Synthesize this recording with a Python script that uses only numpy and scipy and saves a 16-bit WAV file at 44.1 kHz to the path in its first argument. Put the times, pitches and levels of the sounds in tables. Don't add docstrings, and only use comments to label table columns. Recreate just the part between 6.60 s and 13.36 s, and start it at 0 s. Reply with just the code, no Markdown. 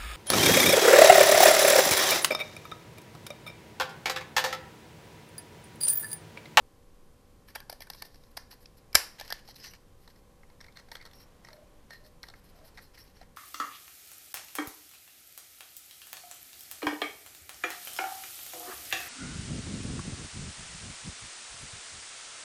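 import sys
import numpy as np
from scipy import signal
from scipy.fft import rfft, irfft
from scipy.io import wavfile
from scipy.ndimage import uniform_filter1d

SR = 44100
rng = np.random.default_rng(int(sys.argv[2]) if len(sys.argv) > 2 else 0)


def boost_factor(decibels):
    exponent = np.asarray(decibels, float) / 20
    return 10 ** exponent


def wrap_up_sound(samples):
    columns = np.atleast_2d(samples).T
    tamed = np.clip(columns, -1, 1)
    steps = np.round(tamed * 32767).astype(np.int16)
    wavfile.write(sys.argv[1], SR, steps)


N = 298248
SECONDS = np.arange(N) / SR

# frequency in Hz, density in dB per Hz.
AIR_SPECTRUM = [(7.1, -31.5), (12, 5.5), (63, -5.5), (80, -8), (245, -14), (386, -18.5), (491, -20),
                (589, -30), (926, -34.5), (1010, -31), (1970, -42), (3190, -40.5), (4060, -38),
                (12400, -39), (16300, -50.5)]
# frequency in Hz, rms level in dB.
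APPLIANCE_TONES = [(425.3, -82), (489.9, -73.5), (559.9, -75.5), (786.0, -80), (1007, -82), (1055, -82.5),
                   (1120, -82.5), (3160, -90)]
# centre in seconds, half width in seconds, rise in dB.
TRAFFIC_SWELLS = [
    (2.6, 0.29, 5.6),
    (4.75, 0.62, 4.9),
    (6.03, 0.26, 5.4),
]
# centre in Hz, width in Hz, level in dB, decay time t60 in seconds.
ECHO_BANDS = [(400, 500, -39, 0.4), (930, 600, -36.5, 0.38), (1750, 380, -31, 0.3),
              (3000, 2000, -36.5, 0.2813), (5190, 4600, -30, 0.35), (7810, 4200, -29.5, 0.25),
              (9670, 2300, -33.5, 0.32), (11900, 5000, -31, 0.18)]
# start in seconds, length in seconds, level in dB, shell level in dB.
FINGER_RUBS = [(0.874, 0.043, -69, 3), (0.952, 0.0084, -67, 27), (1.212, 0.021, -59, 3.5),
               (1.325, 0.039, -65.5, -8), (1.448, 0.027, -62, -5), (1.709, .015, -71.5, -7),
               (1.763, 0.032, -67, -5), (1.906, 0.037, -59.5, 1), (2.005, 0.042, -68, -8),
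               (2.17, 0.024, -70, -4.5), (2.33, 0.0093, -63, 4.5)]
# start in seconds, length in seconds, level in dB, shell level in dB.
SCRAP_RUBS = [(1.369, 0.057, -63.5, -9), (1.502, 0.088, -72, -9), (1.6, 0.093, -73.5, -8),
              (3.48, 0.04, -71, 1), (3.55, 0.052, -75.5, -1), (4.007, 0.026, -73, 10),
              (4.16, 0.046, -74, 12), (4.84, 0.08, -71, -2), (5.3, .06, -66, 2.5), (5.36, 0.058, -73, -2.5),
              (5.44, 0.043, -63.5, -9), (5.628, 0.068, -66, -4), (5.948, 0.064, -73, -7.5),
              (6.15, 0.062, -69, 2), (6.25, 0.042, -74, -10.5), (6.338, 0.075, -68, 0.5),
              (6.45, 0.068, -72.5, 5), (6.542, 0.062, -74.5, 7), (6.607, 0.031, -77, 11)]
# start in seconds, length in seconds, level in dB.
PALM_RUBS = [(3.399, 0.069, -74), (4.318, 0.053, -67), (4.53, 0.073, -72), (4.6, 0.043, -65.5),
             (4.926, 0.046, -75), (5.75, 0.057, -74), (5.84, 0.072, -69), (6.04, 0.053, -67),
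             (6.215, 0.038, -65.5), (6.378, 0.073, -68.5)]
# start in seconds, length in seconds, level in dB, shell level in dB, edge level in dB.
SHEET_RUBS = [(2.55, 0.029, -66, 0, -12), (2.585, 0.042, -62, 10.5, -4), (2.628, 0.13, -63.5, 4.5, -3),
              (2.7, 0.11, -66.5, 4, -8), (2.85, 0.034, -66.5, 0, -3), (2.879, 0.04, -59.5, -7, -8),
              (2.958, 0.017, -53, -17, -1.5), (2.979, 0.041, -57.5, -4, -7), (3.025, 0.04, -60, -1, -9),
              (3.043, 0.052, -55, -2.5, -6), (3.097, 0.029, -64, 2.5, 2), (3.14, 0.023, -61.5, 4, -14)]
# start in seconds,
# length in seconds, level in dB, pitch in Hz.
ROUGH_TONE_EVENTS = [(0.955, 0.011, -47, 910), (1.419, 0.011, -48, 800), (5.4, 0.107, -63.5, 600),
                     (4.902, 0.14, -59.5, 607), (5.053, 0.139, -68, 590), (2.362, 0.057, -48, 1740),
                     (0.959, 0.025, -59, 1730), (1.012, 0.024, -62, 1650), (1.78, 0.022, -62, 1620),
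                     (2.995, .045, -58, 5100), (3.11, .02, -64, 2900), (2.88, 0.038, -68, 3200),
                     (4.186, 0.019, -68, 4900), (4.158, .045, -63, 4200), (4.04, .012, -59, 2150),
                     (5.95, 0.114, -62.5, 630), (6.565, 0.024, -78, 4600), (6.55, .04, -73, 5550),
                     (6.215, .06, -72, 4200), (5.44, 0.026, -66, 4400), (2.36, .09, -55.5, 5300),
                     (0.965, 0.037, -61, 3200), (1.4, 0.069, -63, 1780), (2.703, 0.02, -42.5, 1740),
                     (3.035, 0.077, -57, 5900), (3.041, 0.026, -64, 2030), (4.4, 0.03, -57, 2120),
                     (4.083, 0.021, -67, 2270), (4.17, 0.039, -74, 5300), (4.532, 0.12, -66, 5520),
                     (4.4, 0.052, -65, 1940), (5.312, 0.046, -53, 1810), (5.313, 0.069, -63.5, 4180),
                     (6.39, 0.045, -60.5, 5470)]
# frequency in Hz, level in dB, decay time t60 in seconds.
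GRIPPED_MODES = [
    [(620, -32, 0.006), (874, -10, 0.028), (1060, -5.5, 0.011), (1500, -5.5, 0.005), (1750, -8.5, 0.049), (2300, -4, 0.016)],
    [(2800, -6.5, 0.0071), (3420, -10.5, 0.015), (4230, -3, 0.006), (4770, 4, 0.0058), (5390, 5, 0.0039), (5500, -14.5, 0.0016), (7890, -12.5, 0.0069)],
]
SQUEEZED_MODES = [
    [(810, -5.5, .02), (1500, -8, .012), (1746, 0.5, .025), (2300, 1.5, 0.053)],
    [(2620, -10.5, .006), (2920, -4.5, 0.0092), (3170, -14, 0.017), (4082, -11.5, .025), (4970, -9, 0.019), (5182, -5.5, .004), (5662, -4, .012), (6300, -13, .006), (7330, -2, 0.0051)],
]
LOOSE_MODES = [
    [(766, -70, 0.006), (937, -11, 0.058), (1370, -12, 0.042), (1630, -10, .016), (1910, -1, 0.018), (2127, -5.5, 0.03)],
    [(3300, -42, 0.0094), (3720, -12, 0.014), (4260, 5, 0.0073), (4740, -5, 0.0065), (5320, -6, 0.018), (5570, -9, 0.0063), (7900, -4.5, 0.0035)],
]
# frequency in Hz, level in dB, decay time t60 in seconds.
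EDGE_MODES = [(9070, -2, 0.0026), (10200, 0.5, 0.0026), (11670, -0.5, 0.0031), (12330, -5.5, 0.002),
              (12450, -3, 0.0053), (13600, -8.5, .002)]
# start in seconds, peak level in dB, shell mode in Hz, shell level in dB, die mode in Hz.
LEVER_TICKS = [(0.885, -48.5, 1710.0, -2.8, 4050.0), (0.9047, -53, 2310.0, -3.7, 5140.0),
               (0.9515, -36.9, 1850.0, -6, 4600), (0.9545, -32.5, 1670, -1, 4730),
               (0.958, -41, 1820, 10.5, 5260), (1.003, -42.7, 1670.0, -1, 4660),
               (1.0976, -32, 740, -1, 4400), (1.101, -39, 600.0, 0, 4400), (1.117, -47, 680.0, 0, 5430.0),
               (1.1265, -35, 800.0, -4.5, 4840), (1.205, -38.5, 1015, -1.5, 4730),
               (1.22, -36, 2130.0, -2.5, 4970), (1.2703, -48, 1520, 3, 4080.0),
               (1.3009, -30.3, 1880, -6, 4920.0), (1.334, -40, 1650, -11.1, 5300),
               (1.3468, -44.1, 1060.0, -3.5, 4130.0), (1.4195, -40.8, 1030.0, -8.6, 5440.0),
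               (1.4226, -30, 734, -9.5, 4720.0), (1.4527, -41.5, 800.0, -9, 5340.0),
               (1.4834, -56, 990.0, -12, 4550.0), (1.5444, -48, 1810.0, -9, 5100),
               (1.557, -49.5, 1130.0, -16, 4760), (1.6365, -51.5, 1020.0, -11, 3960.0),
               (1.7685, -35, 980, -7, 5310.0), (1.771, -26.5, 2200, -10, 5140),
               (1.7738, -30.5, 1900, -3, 5280.0), (1.9117, -46.5, 1700, -9.7, 5230.0),
               (1.9281, -48, 980, 0, 4600), (2.0275, -55, 2020.0, -7.5, 5280.0),
               (2.0571, -42, 1870.0, -27, 5360), (2.1826, -58, 650.0, -6.3, 4810.0)]
LEVER_RELEASE = [(2.5894, -48, 835, 1, 3950.0), (2.5981, -29.5, 2330.0, -10.5, 4060.0),
                 (2.611, -36.5, 820.0, 1.5, 5680.0), (2.678, -41, 1770.0, -17, 4900),
                 (2.7032, -28.5, 1700.0, -5.5, 5000), (2.7244, -24, 860, -13, 4700),
                 (2.877, -48, 1860, -10, 4740.0), (2.887, -41.5, 870.0, -7, 5000.0),
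                 (2.908, -47, 560.0, -14.4, 5350.0), (2.9436, -49, 1440.0, -13, 4110.0),
                 (2.9633, -42, 2300.0, -22, 5140.0), (3.0015, -46, 1980.0, -12, 5190.0),
                 (3.046, -44, 1970.0, -8.9, 5090.0), (3.059, -42, 1840.0, -16, 6030.0),
                 (3.068, -44, 780.0, -6, 4770.0), (3.1357, -42.5, 2220.0, -4, 2910.0)]
TRAY_RATTLES = [(3.4768, -45, 1410.0, -3, 4020.0), (3.5014, -54, 810.0, 0, 3230.0),
                (3.5594, -56, 920.0, 0, 5350.0), (3.832, -63.5, 2120, 13.5, 4090.0),
                (3.8999, -55.5, 989, 2.5, 4170.0), (4.0045, -48, 1990.0, 2.9, 3850.0),
                (4.0105, -40, 2070.0, -5, 5330.0), (4.0425, -45.5, 2110.0, -2.6, 4090.0),
                (4.0645, -51, 2240.0, -3, 4120.0), (4.0825, -56.7, 2140.0, 7, 4230.0),
                (4.1233, -56, 590.0, -4, 3940.0), (4.157, -52.6, 2070.0, -3.0, 4110.0),
                (4.1639, -48, 1850.0, -6, 4060.0), (4.1705, -38.5, 2030.0, -2.5, 4100.0),
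                (4.1894, -50, 1860.0, 4, 5350.0), (4.197, -46, 1930.0, -1, 5350.0),
                (4.286, -51.5, 804, 3.5, 3940.0), (4.3162, -32.5, 930, -2, 4240),
                (4.3532, -32.5, 1950, -3, 3420.0), (4.3674, -45, 1910.0, 2.5, 4100),
                (4.4122, -45, 2090.0, 0, 4490.0), (4.4244, -46.5, 1890.0, -4, 4510.0),
                (4.4528, -37.5, 1070.0, -8, 4310.0), (4.4612, -41.5, 2330.0, -5, 3970),
                (4.4712, -50.0, 1780.0, 2, 4260.0), (4.512, -51.7, 640.0, -7, 3630),
                (4.5331, -48, 1910.0, -11, 3580),
                (4.848, -43.5, 1920.0, 0, 5520.0), (4.8702, -54.5, 1920.0, 7.5, 4120.0),
                 (4.886, -45.5, 1940, 3, 4430), (4.9042, -55, 2100.0, 5, 3810.0),
                 (4.931, -47.5, 2190.0, -5, 4360), (4.965, -59, 570.0, 3, 4490.0),
                 (5.306, -39, 1835, -1.5, 4260.0), (5.332, -49, 1840.0, -2, 4040.0),
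                 (5.4475, -53, 1890.0, -3, 4500.0), (5.4635, -48, 1830.0, -9, 4500.0),
                 (5.6315, -39, 900.0, -4, 4260.0), (5.636, -43.5, 1950.0, 4.5, 4000),
                 (5.668, -51.4, 1180.0, -5.7, 4950.0), (5.685, -37.5, 830, -6.5, 3950.0),
                 (5.6994, -43, 840.0, -2, 4040), (5.7377, -53, 1920, 10.5, 4480.0),
                 (5.9863, -55, 900.0, 0, 4970.0), (6.0491, -58, 580.0, -2.0, 4500.0),
                 (6.1449, -58, 1010.0, -2.7, 4510.0), (6.1738, -42, 2120.0, 0.5, 4090.0),
                 (6.181, -43, 2070.0, 1.5, 4220.0), (6.189, -51, 1880.0, 9.5, 3680.0),
                 (6.3453, -59, 2000.0, 1, 5600), (6.3756, -51.5, 1930.0, 2, 5420.0),
                 (6.5682, -56, 1710, 2, 4400.0), (6.613, -47.1, 760.0, 4, 4100.0),
                 (6.629, -62.5, 785, 11.5, 4150.0)]
OPENING_CRACKS = [(1.0036, -31, 1680, -8, 4640), (1.0966, -33, 1750, -12, 5260),
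                  (1.2057, -38, 1020, -10, 4400), (1.3007, -29.5, 1840, -6, 4900),
                  (1.4228, -21, 2290, -11, 4600), (2.0587, -40, 1880, -23, 5360),
                  (2.6114, -27, 1740, -8, 5120), (2.6792, -32, 1730, -11, 4900),
                  (2.7246, -19.5, 2020, -6, 4500), (3.1362, -39, 1850, -10, 5390),
                  (4.0108, -44, 2050, -8, 5520), (4.3166, -31, 920, -12, 4220),
                  (4.3529, -32, 1900, -8, 3400), (4.887, -36, 1910, -10, 4370),
                  (4.9307, -38, 2160, -8, 4280), (5.6316, -26, 907, -16, 4330),
                  (5.685, -37, 1890, -10, 4080), (6.1741, -42, 2090, -13, 4170)]
# start in seconds, peak level in dB, shell mode in Hz, shell level in dB, edge level in dB.
DIE_SNAP = [(2.3299, -37, 2284, -5, -11), (2.3465, -23, 1750, 0, -11), (2.3493, -19, 1500, -0.5, -8),
            (2.3512, -17.5, 1500, -2.5, -8), (2.353, 3, 2300, -17, -9.5), (2.354, -8.5, 2323, -8, -4),
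            (2.3557, -4, 2320, -20, -16.5), (2.3559, -4, 1587, -17.5, -15), (2.3595, -12, 1750, -15.5, -11),
            (2.3605, -27, 1750, 0.5, -4.5), (2.3650, -28, 1750, 3, -5)]
# edge level of a middling click in dB, edge dB lost per dB of force,
# edge dB lost per second of grip, edge dB gained per dB of shell.
PRESSING_COLOUR = (-10.5, -0.17, 5, 0.5)
RELEASE_COLOUR = (-16.5, -0.1, -5, 0.3)
SHAKING_COLOUR = (-17, 0.7, 0.7, -0.8)
CRACK_COLOUR = (-17, -0.4, 0.8, 0.6)


def band(x, hz, width):
    return signal.lfilter(*signal.iirpeak(hz, hz / width, SR), x)


def unit(x):
    return x / np.sqrt(np.mean(x ** 2))


def decay(t, t60):
    return 1000. ** (-t / t60)


def walk(rate):
    hold = int(SR / rate)
    steps = np.repeat(rng.standard_normal(N // hold + 1), hold)
    return 1.4 * uniform_filter1d(uniform_filter1d(steps, hold), hold)[:N]


def rumble():
    hz, db = np.transpose(AIR_SPECTRUM)
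    f = np.fft.rfftfreq(N, 1 / SR)
    shape = boost_factor(np.interp(np.log(f + 1), np.log(hz), db))
    return boost_factor(-56.5) * unit(irfft(rfft(rng.standard_normal(N)) * shape, N))


def appliance_tones():
    out = np.zeros(N)
    for hz, db in APPLIANCE_TONES:
        level = boost_factor(db + 4.0 + 0.52 * walk(3.8))
        out += level * np.sin(2 * np.pi * np.cumsum(hz + 1.2 * walk(2.2)) / SR)
    return out


def traffic():
    rise_db = sum(db * np.exp(-((SECONDS - s) / half) ** 2) for s, half, db in TRAFFIC_SWELLS)
    return unit(band(rng.standard_normal(N), 618, 860)) * boost_factor(-70 + rise_db)


def echo(x):
    t = SECONDS[:SR // 2]
    tail = np.zeros(len(t))
    for hz, width, db, t60 in ECHO_BANDS:
        tail += boost_factor(db - 20.0) * unit(band(rng.standard_normal(len(t)), hz, width)) * decay(t, t60)
    build_up = 1 - np.exp(-(t / 0.0017) ** 2)
    return signal.fftconvolve(x, tail * build_up)[:N]


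def thump():
    t = np.maximum(SECONDS - 2.3495, 0)
    modes = [(62.3, -30.5, 0.098), (340, -25.5, .025), (170, -36.5, 0.0095)]  # Hz, dB, t60 s
    return sum(boost_factor(db) * np.sin(2 * np.pi * hz * t) * decay(t, t60) for hz, db, t60 in modes)


def swell(length, soft_s):
    t = SECONDS[:8192] - .02
    return np.clip(np.tanh(t / (.5 * soft_s)) - np.tanh((t - length) / soft_s), 0, 2) / 2


def scuffs():
    fingers = [(*row, 1.9) for row in FINGER_RUBS]
    scrap = [(*row, -4) for row in SCRAP_RUBS]
    palm = [(*row, -2.5, 1.5) for row in PALM_RUBS]
    return SHEET_RUBS + fingers + scrap + palm


def rubbing():
    slip_size = np.minimum(rng.exponential(size=N), 4.5)
    fibres = rng.standard_normal(N) * boost_factor(4.5 * slip_size + 1.5 * walk(150))
    die = band(band(fibres, 4250, 950), 4250, 1400)
    die += band(band(fibres, 4700, 900), 5400, 1200) + 0.22 * band(fibres, 4000, 5000)
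    shell = band(fibres, 1946, 490) + 0.55 * band(fibres, 2900, 1100) + 0.24 * band(fibres, 1104, 500)
    edge = band(band(fibres, 12400, 5400), 11000, 5000)
    edge += .55 * band(band(fibres, 7100, 2500), 9300, 3496)
    push = np.zeros((3, N + 8192))
    for s, length, db, shell_db, edge_db in scuffs():
        levels = boost_factor(db + np.array([[0], [shell_db], [edge_db]]))
        push[:, int(s * SR) - 882:][:, :8192] += swell(length, 0.007) * levels
    return sum(unit(x) * p[:N] * boost_factor(2.0 * walk(90)) for x, p in zip((die, shell, edge), push))


def rough_tones():
    out = np.zeros(N + 8192)
    for s, length, db, hz in ROUGH_TONE_EVENTS:
        width = 25 + 0.03 * hz + 2.2 / length
        song = unit(band(band(rng.standard_normal(8192), hz, width), hz, 2 * width))
        out[int(s * SR) - 882:][:8192] += boost_factor(db) * swell(length, 0.0057) * song
    return out[:N]


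def ring(modes):
    t, out = SECONDS[:1536], np.zeros(1536)
    for hz, db, t60 in modes:
        detune, vary_db = rng.standard_normal(2) * (.007, 2.0)
        out += boost_factor(db + vary_db) * np.sin(2 * np.pi * hz * (1 + detune) * t) * decay(t, t60)
    return out / np.sqrt(np.sum(out ** 2))


def slip_burst(db, slip_ms, grain_db):
    x = SECONDS[:1024] * 1000 / slip_ms
    grains = rng.standard_normal(1024) * boost_factor(grain_db * rng.standard_normal(1024))
    burst = grains * x ** 0.52 * np.exp(-x ** 1.6)
    return burst * 0.45 * boost_factor(db) * np.sqrt(slip_ms * SR / 1000 / np.sum(burst ** 2))


def clicks(table, body, slip_ms, grain_db=1.0, blur_s=0.00098, merge_s=None):
    out, power = np.zeros((2, N + 4096)), 0
    for s, db, shell_hz, shell_db, die_hz, edge_db in table:
        burst = slip_burst(db, slip_ms, grain_db)
        blow = np.sqrt(np.sum(burst ** 2)) * np.sign(burst[1]) * signal.unit_impulse(1024, idx=20)
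        shell = ring(body[0] + [(shell_hz, -0.6, .019)])
        die = ring(body[1] + [(die_hz, 3.5, .009)])
        close = boost_factor(shell_db + 2.5) * shell + die + boost_factor(edge_db + 7.5) * ring(EDGE_MODES)
        walls = close * np.exp(-SECONDS[:1536] / blur_s)
        walls *= np.sqrt(np.sum(close ** 2) / np.sum(walls ** 2))
        both = signal.fftconvolve(np.array([burst, blow]), np.array([close, walls]), axes=1)
        out[:, int((s - .0006) * SR):][:, :2559] += both
        power = power + np.abs(rfft(both[1], 4096)) ** 2
    if merge_s:
        one_blow = np.fft.fftshift(irfft(np.sqrt(power)))
        out[1] = np.roll(np.pad(one_blow, (0, N)), int(merge_s * SR) - 4096 // 2)
    return out[:, :N]


def coloured(table, edge_db, db_per_force, db_per_s, db_per_shell):
    rows = []
    for s, db, shell_hz, shell_db, die_hz in table:
        force_db = db + 55.5
        edge = edge_db - db_per_force * force_db - db_per_s * (s - table[0][0]) + db_per_shell * shell_db
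        rows.append((s, db, shell_hz, shell_db, die_hz, edge))
    return rows


def tray():
    return clicks(coloured(TRAY_RATTLES, *SHAKING_COLOUR), LOOSE_MODES, 3.45)


def cracks():
    return boost_factor(-4) * clicks(coloured(OPENING_CRACKS, *CRACK_COLOUR), GRIPPED_MODES, 0.92)[0]


def lever():
    ticks = coloured(LEVER_TICKS, *PRESSING_COLOUR) + coloured(LEVER_RELEASE, *RELEASE_COLOUR)
    return clicks(ticks, GRIPPED_MODES, 3.12)


def snap():
    slips = [(*row[:4], 5330, row[4]) for row in DIE_SNAP]
    return clicks(slips, SQUEEZED_MODES, 0.91, grain_db=9.5, blur_s=0.0013, merge_s=2.353)


def scene():
    close, walls = lever() + snap() + tray() + rubbing() + rough_tones()
    near = close + echo(walls) + cracks()
    near = signal.sosfilt(signal.butter(3, 470, "high", fs=SR, output="sos"), near)
    near = signal.sosfilt(signal.cheby1(6, .5, 13600, fs=SR, output="sos"), near)
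    return (near + thump() + rumble() + appliance_tones() + traffic())[None]


def band_limit(x):
    return signal.sosfilt(signal.butter(12, 16430, fs=SR, output="sos"), x)


def record(dry):
    dull = signal.sosfilt(signal.cheby1(8, .5, 15000, fs=SR, output="sos"), dry)
    return band_limit(np.clip(dull, -1, 1))


dry = scene()
out = record(dry)
wrap_up_sound(out)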